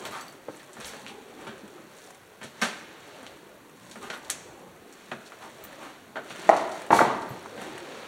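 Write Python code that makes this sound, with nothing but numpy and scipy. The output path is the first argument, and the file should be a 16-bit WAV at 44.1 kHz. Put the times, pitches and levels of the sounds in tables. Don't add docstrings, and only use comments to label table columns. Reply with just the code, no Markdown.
import sys
import numpy as np
from scipy import signal
from scipy.fft import rfft
from scipy.io import wavfile
from scipy.ndimage import uniform_filter1d

SR = 44100
rng = np.random.default_rng(int(sys.argv[2]) if len(sys.argv) > 2 else 0)


def transcribe(u):
    v = np.clip(np.atleast_2d(u).T, -1, 1)
    q = np.round(v * 32767).astype(np.int16)
    wavfile.write(sys.argv[1], SR, q)


N = 355887


def amp(db):
    return 10 ** (np.asarray(db) / 20)


def unit(x):
    return x / np.sqrt(np.mean(x ** 2) + 1e-20)


def read(points, hz):
    f, value = np.transpose(points)
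    return np.interp(np.log(hz + 1), np.log(f), value)


def add(mix, s, sound):
    part = mix[max(round(s * SR), 0):][:len(sound)]
    part += sound[:len(part)]


def colour(x, points, size=2048):
    gain = unit(amp(read(points, abs(np.fft.fftfreq(size, 1 / SR)))))
    log_response = np.conj(signal.hilbert(np.log(gain + 1e-6)))
    taps = np.fft.ifft(np.exp(log_response)).real
    return signal.oaconvolve(x, taps)[:len(x)]


def hump(hz, below_db, above_db):
    return [(hz / 8, 2 * below_db), (hz / 4, below_db), (hz, 0),
            (hz * 4, above_db), (hz * 16, 2 * above_db)]


def grains(size, spread_db):
    strength = unit(uniform_filter1d(rng.standard_normal(size), size=24))
    return unit(rng.standard_normal(size) * amp(spread_db * np.clip(strength, -2, 2)))


def burst(t, t60, rise_s, spread_db):
    envelope = (1 - np.exp(-t / rise_s)) * amp(-60 * t / t60)
    return unit(grains(len(t), spread_db) * envelope) * np.sqrt(np.mean(envelope ** 2))


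def ring(t, modes, hz, octaves):
    return sum(amp(db - 60 * t / t60) * np.sin(2 * np.pi * (f * t + rng.random()))
               / (1 + (np.log2(f / hz) / octaves) ** 2) for f, db, t60 in modes)


def waver(x, depth_db):
    bands = signal.stft(x, nperseg=2048, noverlap=1536)[2]
    patches = uniform_filter1d(rng.standard_normal(bands.shape), size=4, axis=0)
    patches = unit(uniform_filter1d(patches, size=12, axis=1))
    return unit(signal.istft(bands * amp(depth_db * patches), nperseg=2048, noverlap=1536)[1][:N])


# (frequency [Hz], level [dB])
RUMBLE_SPECTRUM = [(20, -69), (40, -17), (80, -13.5), (150, -6), (250, -3), (380, -0.5), (650, -6),
                   (1100, -12.5), (2500, -29.5), (8000, -65)]
HISS_SPECTRUM = [(30, 13), (300, -10), (1500, 13), (4000, 1), (9000, -2), (16000, 2)]
# (time of crest [s], level [dB])
SOFT_TREADS = [(0.05, -49), (0.98, -49), (1.42, -49), (2.85, -52.5), (3.2, -52), (4.15, -47), (4.5, -49.5),
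               (5.6, -49.5), (6.55, -44), (7.08, -46), (7.68, -41)]
def building():
    t = np.arange(N) / SR
    rise_db_per_s, fade_db_per_s = 38, 23.5
    power = amp(-55.5) ** 2
    for s, db in SOFT_TREADS:
        power += amp(db - np.maximum(rise_db_per_s * (s - t), fade_db_per_s * (t - s))) ** 2
    rumble = colour(waver(rng.standard_normal(N), depth_db=3.5), RUMBLE_SPECTRUM) * np.sqrt(power)
    return amp(1.5) * rumble + amp(-58.5) * colour(rng.standard_normal(N), HISS_SPECTRUM)


def draught(s, length, db, top_hz):
    out, window = np.zeros(N), signal.windows.hann(int(length * SR))
    low_band = signal.butter(2, [top_hz / 3, top_hz], "band", fs=SR, output="sos")
    puff = unit(signal.sosfilt(low_band, rng.standard_normal(N)))
    add(out, s, amp(db) * window * puff[:len(window)])
    return out


def tail(decays, early_db, early_t60):
    slots = np.arange(SR // 200, SR * 3 // 2, 12)
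    taps = np.zeros(2 * SR)
    taps[slots + rng.integers(0, 12, len(slots))] = rng.choice([-1., 1.], len(slots))
    hz, t, bands = signal.stft(taps, SR, nperseg=256)
    decay = amp(-60 * t / read(decays, hz)[:, None])
    early_boost = 1 + amp(early_db - 60 * t / early_t60)
    echoes = signal.istft(bands * decay * early_boost, SR, nperseg=256)[1]
    midrange = abs(rfft(echoes))[len(echoes) * 300 // SR:len(echoes) * 3000 // SR]
    return echoes / np.sqrt(np.mean(midrange ** 2))


def room(x, decays, early_db, early_t60):
    angle = np.sin(2 * np.pi * 23 * np.arange(N) / SR)
    return sum(signal.oaconvolve(x * share, tail(decays, early_db, early_t60))[:N]
               for share in (np.cos(angle), np.sin(angle)))


# (frequency [Hz], T60 [s])
LOBBY_DECAY = [(100, 0.9), (260, 0.96), (850, 0.7), (1550, 1), (2400, 1.14), (5000, 0.82), (9000, 0.71),
               (12000, 0.27), (16000, 0.15)]
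def lobby(x):
    return room(x, LOBBY_DECAY, early_db=16.5, early_t60=0.11)


# (frequency [Hz], T60 [s])
STAIRWELL_DECAY = [(100, 0.66), (260, 1.3), (700, 0.77), (1800, 0.92), (5000, 1.2), (16000, 0.17)]
def stairwell(x):
    return room(x, STAIRWELL_DECAY, early_db=-19, early_t60=0.21)


def crackle(per_s, spread_db):
    strength, chance = rng.exponential(1, N), rng.random(N)
    snaps = amp(spread_db * np.minimum(strength, 3)) * (chance < per_s / SR)
    power = signal.lfilter([1], [1, -np.exp(-1 / (0.003 * SR))], snaps ** 2)
    return unit(np.sqrt(power) * rng.standard_normal(N))


# (frequency [Hz], level [dB])
RUB_SPECTRUM = [(100, -19), (400, 0.5), (900, 1), (1700, 1.5), (2800, -3.5), (4300, -6), (7000, -16),
                (15000, -44)]
CRINKLE_SPECTRUM = [(1500, -36), (3500, -2.5), (6000, -2.5), (9000, -4.5), (12000, -15.5), (16000, -12.5)]
# (time of crest [s], duration [s], rub level [dB], crinkle re rub [dB])
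JACKET_MOVES = [(0.028, 0.46, -47, -5.5), (0.583, 0.23, -54.5, -5), (0.91, 0.25, -46, -6.5),
                (1.45, 1, -55.5, -9), (2.02, 0.22, -55, -1), (2.695, 0.23, -45.5, -9.5),
                (3.122, 0.48, -50, -11.5), (3.946, 0.29, -56.5, -0.5), (4.3, 0.23, -53, -7),
                (5.065, 0.34, -54, -6), (5.54, 0.6, -54, -6.5), (5.81, 0.43, -51.5, -14),
                (6.352, 0.18, -46, -6), (6.535, 0.26, -39, -12.5), (6.79, 0.17, -44.5, -8.5),
                (7.053, 0.19, -37.5, -18), (7.37, 0.42, -49.5, -9), (7.693, 0.27, -45.5, -9),
                (7.97, 0.35, -43.5, -13.5)]
def jacket():
    t = np.arange(N) / SR
    rub_power, crinkle_power = amp(-59) ** 2, amp(-67.5) ** 2
    for s, length, db, crinkle_db in JACKET_MOVES:
        half_lengths = np.minimum(2 * abs(t - s) / length, 10)
        swell = amp(db - 5.5 * half_lengths ** 2.6)
        rub_power += swell ** 2
        crinkle_power += (amp(crinkle_db) * swell) ** 2
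    creases = crackle(per_s=69, spread_db=15)
    rub = colour(grains(N, spread_db=2) + amp(-9) * creases, RUB_SPECTRUM)
    crinkle = colour(grains(N, spread_db=-8) + amp(-4.5) * creases, CRINKLE_SPECTRUM)
    return amp(-1.5) * rub * np.sqrt(rub_power) + amp(-1) * crinkle * np.sqrt(crinkle_power)


# (time [s], duration [s], level [dB], rasp centre [Hz], chatter re rasp [dB])
SOLE_DRAGS = [(0.005, 0.084, -55, 1010, 9), (0.111, 0.085, -44, 1200, 2.5),
              (0.798, 0.036, -46.5, 1710, -19), (0.844, 0.048, -44, 5970, -24),
              (1.067, 0.04, -52.5, 2800, 3), (1.37, 0.093, -49.5, 1220, -21),
              (4.013, 0.058, -42.5, 1200, -8), (4.124, 0.03, -39.5, 1500, -8),
              (5.407, 0.059, -47, 1030, -3), (5.78, 0.11, -47, 1080, -19), (6.912, 0.088, -35, 4950, -9),
              (7.585, 0.078, -47.5, 1910, -26)]
def scrapes():
    out = np.zeros(N)
    for s, length, db, hz, chatter_db in SOLE_DRAGS:
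        progress = np.minimum(np.arange(SR // 3) / SR / length, 2.5)
        rasp = colour(grains(len(progress), spread_db=4), hump(hz, below_db=-6, above_db=-16))
        resonance = signal.iirpeak(hz, Q=4.5, fs=SR)
        chatter = unit(signal.lfilter(*resonance, grains(len(progress), spread_db=0.5)))
        stroke = np.sqrt(2 * progress) * np.exp(-progress ** 2)
        add(out, s, amp(db + 2) * (rasp + amp(chatter_db) * chatter) * stroke)
    return out


# (frequency [Hz], level [dB], T60 [s])
METAL_MODES = [(4550, 12, 0.025), (6040, -10, 0.18), (7950, -9, .25), (11100, -6, .08), (12200, -3, 0.22),
               (12800, -7, .15), (13950, -2, .09), (15300, 5, .05)]
# (time [s], level [dB], centre of excitation [Hz])
METAL_TOUCHES = [(0.209, -31, 7000), (0.282, -36, 5200), (7.29, -39, 12500)]
def clinks():
    out, t = np.zeros(N), np.arange(SR // 3) / SR
    for s, db, hz in METAL_TOUCHES:
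        add(out, s, amp(db - 12.5) * ring(t, METAL_MODES, hz, octaves=0.5))
    return out


# (time [s], level [dB], pitch [Hz])
FLOOR_BOOMS = [(0.491, -38.5, 300), (0.934, -37, 430), (1.475, -50, 224), (1.529, -38, 378),
               (1.633, -35.5, 209), (5.118, -34, 365), (5.474, -42, 330), (5.86, -39.5, 283),
               (6.388, -36, 342), (7.305, -29, 134)]
def hollow_floor():
    out, t = np.zeros(N), np.arange(SR // 2) / SR
    rise_s, t60 = 0.0027, 0.12
    envelope = (1 - np.exp(-t / rise_s)) * amp(-60 * t / t60)
    for s, db, hz in FLOOR_BOOMS:
        phase = 2 * np.pi * hz * t
        add(out, s, amp(db) * envelope * (np.sin(phase) + amp(-13) * np.sin(1.9 * phase)))
    return out


# (time [s], level [dB], pitch [Hz], T60 of the fizz [s])
GLASS_BREAKS = [(0.052, -42, 14500, .03), (0.065, -42, 12500, .02), (0.117, -48, 12100, .04),
                (0.209, -48, 15200, .03), (0.282, -44, 13600, 0.022), (0.553, -47, 14500, .01),
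                (2.616, -44, 14000, .08), (4.176, -45, 11500, 0.011), (4.301, -23, 10940, 0.017),
                (5.6385, -36.5, 15000, 0.063)]
def glass():
    out, t = np.zeros(N), np.arange(SR // 8) / SR
    for s, db, hz, t60 in GLASS_BREAKS:
        broad = [(hz / 8, -16), (hz / 3, -3), (hz, 0), (hz * 3, -16)]
        narrow = [(hz / 2, -26), (hz * 0.91, -13), (hz, 0), (hz * 1.12, -18), (hz * 2, -30)]
        tick = colour(burst(t, t60=0.0082, rise_s=0.0001, spread_db=1), broad)
        fizz = colour(burst(t, t60, rise_s=0.0005, spread_db=4), narrow)
        add(out, s, amp(db) * (tick + amp(-1) * fizz))
    return out


# (frequency [Hz], level [dB])
PLASTER_SPECTRUM = [(100, -5), (9000, 3.5), (11000, 1.5), (12200, 1.5), (13200, -2), (16000, -4)]
# (time [s], level [dB], centre [Hz], T60 [s])
GRIT_SNAPS = [(0.052, -31, 3560, 0.016), (0.148, -30, 1500, 0.015), (0.208, -41, 6960, .03),
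              (0.562, -50, 8500, 0.058), (0.598, -40.5, 1900, 0.04), (0.731, -45.5, 7600, 0.05),
              (0.808, -35, 4000, 0.018), (0.845, -31.5, 4020, 0.017), (1.064, -26, 2550, 0.0087),
              (1.080, -29.5, 3120, 0.01), (2.437, -35, 8900, 0.0083), (2.617, -46, 10000, 0.21),
              (3.266, -29, 3140, 0.011), (3.912, -35, 4800, 0.023), (4.246, -42, 4960, 0.025),
              (4.2975, -18, 2100, 0.011), (4.3011, -15.5, 6500, 0.013), (4.925, -47.5, 7000, 0.04),
              (5.117, -25.5, 1440, 0.027), (5.259, -46.5, 4730, 0.1), (5.3201, -29, 1460, 0.014),
              (6.304, -40, 3000, .03), (6.393, -39, 4430, 0.026), (6.491, -28.5, 6000, 0.014),
              (6.563, -40.5, 4630, 0.29), (6.715, -39, 5100, 0.048), (7.217, -43.5, 5000, 0.057)]
def grit():
    direct, to_room, t = np.zeros(N), np.zeros(N), np.arange(SR // 8) / SR
    for s, db, hz, t60 in GRIT_SNAPS:
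        tone = hump(hz, below_db=-10.5, above_db=-26)
        snap = amp(db - 3) * burst(t, t60, rise_s=0.00029, spread_db=9.5)
        add(direct, s, colour(snap, tone))
        add(to_room, s, np.linalg.norm(snap) * colour(signal.unit_impulse(len(t)), tone))
    return colour(direct, PLASTER_SPECTRUM), colour(to_room, PLASTER_SPECTRUM)


# (frequency [Hz], level [dB])
SOLE_SPECTRUM = [(30, -33), (100, -40), (225, 5), (310, -9.5), (410, -0.5), (530, -4.5), (630, 1.5),
                 (850, -1.5), (1100, -5), (1550, 1.5), (2000, -3), (3000, -3.5), (8500, -6.5),
                 (15000, -8.5)]
THUD_SPECTRUM = [(30, -41), (80, -14.5), (130, 0), (215, 4.5), (310, -4), (600, -2), (1500, -48)]
# (time [s], level [dB], brightness [Hz], T60 of the crunch [s], thud weight [dB])
FOOTFALLS = [(0.052, -31, 4470, 0.12, -5), (0.767, -34.5, 1420, 0.082, -10), (0.934, -35, 1200, 0.072, -30),
             (1.468, -34, 2200, 0.26, -3), (2.414, -35, 2250, 0.14, -10), (2.43, -40, 6000, 0.26, 2.5),
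             (2.615, -22.5, 5140, 0.3, -19), (2.62, -18, 2500, 0.12, -24), (3.956, -34, 1610, 0.092, -15),
             (4.100, -28, 4140, 0.063, -23), (5.115, -25.5, 1640, 0.081, -7.5),
             (6.156, -27, 1410, 0.22, -35), (6.167, -25, 1520, 0.064, -22), (6.303, -34.5, 2640, 0.11, -9),
             (7.304, -32, 600, 0.12, 2), (7.576, -30, 1270, 0.083, -22)]
def steps():
    out, t = np.zeros(N), np.arange(SR // 3) / SR
    for s, db, hz, t60, thud_db in FOOTFALLS:
        lowpass = signal.butter(2, hz * 1.12, fs=SR)
        heel = burst(t, t60=0.032, rise_s=0.00059, spread_db=-3.5)
        crunch = burst(t, t60, rise_s=0.00026, spread_db=2.5)
        contact = signal.lfilter(*lowpass, colour(heel + crunch, SOLE_SPECTRUM))
        thud = colour(burst(t, t60=0.23, rise_s=0.0023, spread_db=5), THUD_SPECTRUM)
        add(out, s, amp(db) * (contact + amp(thud_db - 6.5) * thud))
    return out


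def cycles(t, hz, swell_ms):
    progress = t * 1000 / swell_ms
    packet = progress * np.exp(1 - progress) * np.cos(2 * np.pi * hz * t)
    return signal.lfilter(*signal.butter(2, hz / 3, "high", fs=SR), packet)


# (frequency [Hz], level [dB])
CRACK_SPECTRUM = [(30, -34), (100, -9), (220, -2), (330, 15), (470, 9.5), (1000, 9), (1500, 7), (2250, -4),
                  (2800, -13), (6000, -22), (15000, -67)]
# (frequency [Hz], level [dB], T60 [s])
BOARD_MODES = [(112, -35, 0.54), (140, -31, 0.58), (330, -34, 0.33), (509.4, -5.5, 0.24), (673, -29, 0.35),
               (727, -22, 0.3), (906, -17, 0.57), (980, -18, 0.5), (1050, -31, 0.42), (1130, -12, 0.28),
               (1355, -37, .35), (1424, -30, .35), (2273, -9, 0.37)]
# (time [s], level [dB], pitch [Hz], swell [ms], slap [dB], crack [dB], thud [dB], room share [dB])
BOARD_BLOWS = [(0.484, -24.5, 510, 1.6, -24, -17.5, -15.5, -10), (1.780, -41, 1250, 0.69, -18, -11, -4, 0),
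               (5.116, -33, 658, 2.9, -13, -21, -14, -2.5), (6.4915, -2, 717, 0.98, -13, -23, -48, -3.5),
               (6.4963, -0.4, 712, 1.6, -24, -30, -56, -9), (6.516, -9, 820, 0.51, -25, -24, -40, 4.5),
               (6.905, -11.5, 850, 1, -20, -8.5, -5.5, -2),
               (6.9095, -11.5, 815, 1.06, -13, -19, -13.5, 3.5), (6.927, -9.5, 884, 1.8, -16, -17, -18, -6),
               (6.9303, -2.5, 914, 0.87, -22, -19.5, -28, -3.5),
               (6.987, -13.5, 1145, 1.7, -11, -10.5, -28, -4), (6.9915, -8, 1394, 0.95, -10, -20, -28, -7),
               (7.006, -7, 660, 1.18, -23, -18, -28, -2.5),
               (7.0135, -9.5, 925, 1.15, -11, -12, -13.5, -1.5),
               (7.4589, -33, 945, 0.61, -20, -7.5, -23, -21)]
def boards():
    direct, to_room, t = np.zeros(N), np.zeros(N), np.arange(SR) / SR
    for s, db, hz, swell_ms, slap_db, crack_db, thud_db, room_db in BOARD_BLOWS:
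        knock = cycles(t, hz, swell_ms)
        slap = amp(slap_db) * cycles(t, hz=1936, swell_ms=1.1)
        crack = colour(burst(t, t60=0.065 * swell_ms, rise_s=0.00036, spread_db=4.5), CRACK_SPECTRUM)
        crack *= amp(crack_db + 5.5) / np.sqrt(swell_ms)
        thud = amp(thud_db) * colour(burst(t, t60=0.12, rise_s=0.0065, spread_db=-2), THUD_SPECTRUM)
        impact = knock + slap + crack + thud
        ringing = ring(t, BOARD_MODES, hz, octaves=0.55) * (1 - np.exp(-t / 0.006))
        around_pitch = signal.butter(2, [0.75 * hz, 1.25 * hz], "band", fs=SR, output="sos")
        chatter = unit(signal.sosfilt(around_pitch, rng.standard_normal(SR)))
        chatter *= amp(-60 * t / 0.67) * (1 - np.exp(-t / 0.0055))
        add(direct, s, amp(db) * (impact + amp(-31.5) * chatter + amp(-9 + room_db / 2) * ringing))
        add(to_room, s, amp(db + room_db - 1.5) * impact)
    return direct, to_room


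def scene():
    feet = steps() + scrapes()
    crumbs, crumbs_to_room = grit()
    ticks = clinks() + glass()
    leather = jacket()
    clatter, clatter_to_room = boards()
    direct = feet + hollow_floor() + crumbs + ticks + leather + clatter
    echoes = lobby(amp(-2) * feet + amp(-1) * crumbs_to_room + amp(-3) * ticks + amp(-11) * leather)
    echoes += stairwell(amp(1) * clatter_to_room)
    air = building() + draught(s=0.8, length=0.15, db=-53, top_hz=65)
    return (direct + echoes + air)[None]


# (frequency [Hz], level [dB])
MIC_RESPONSE = [(30, -8.5), (100, 0), (10800, 1), (12500, -1.5), (16000, -5)]
def record(dry):
    notch = signal.iirnotch(5000, Q=8.5, fs=SR)
    notched = signal.lfilter(*notch, amp(-1.38) * colour(dry[0], MIC_RESPONSE))
    rounded = notched / (1 + (notched / 0.98) ** 8) ** (1 / 8)
    band_limit = signal.firwin(511, 15900, window=("kaiser", 9), fs=SR)
    return signal.oaconvolve(rounded, band_limit, "same")[None]


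dry = scene()
out = record(dry)
transcribe(out)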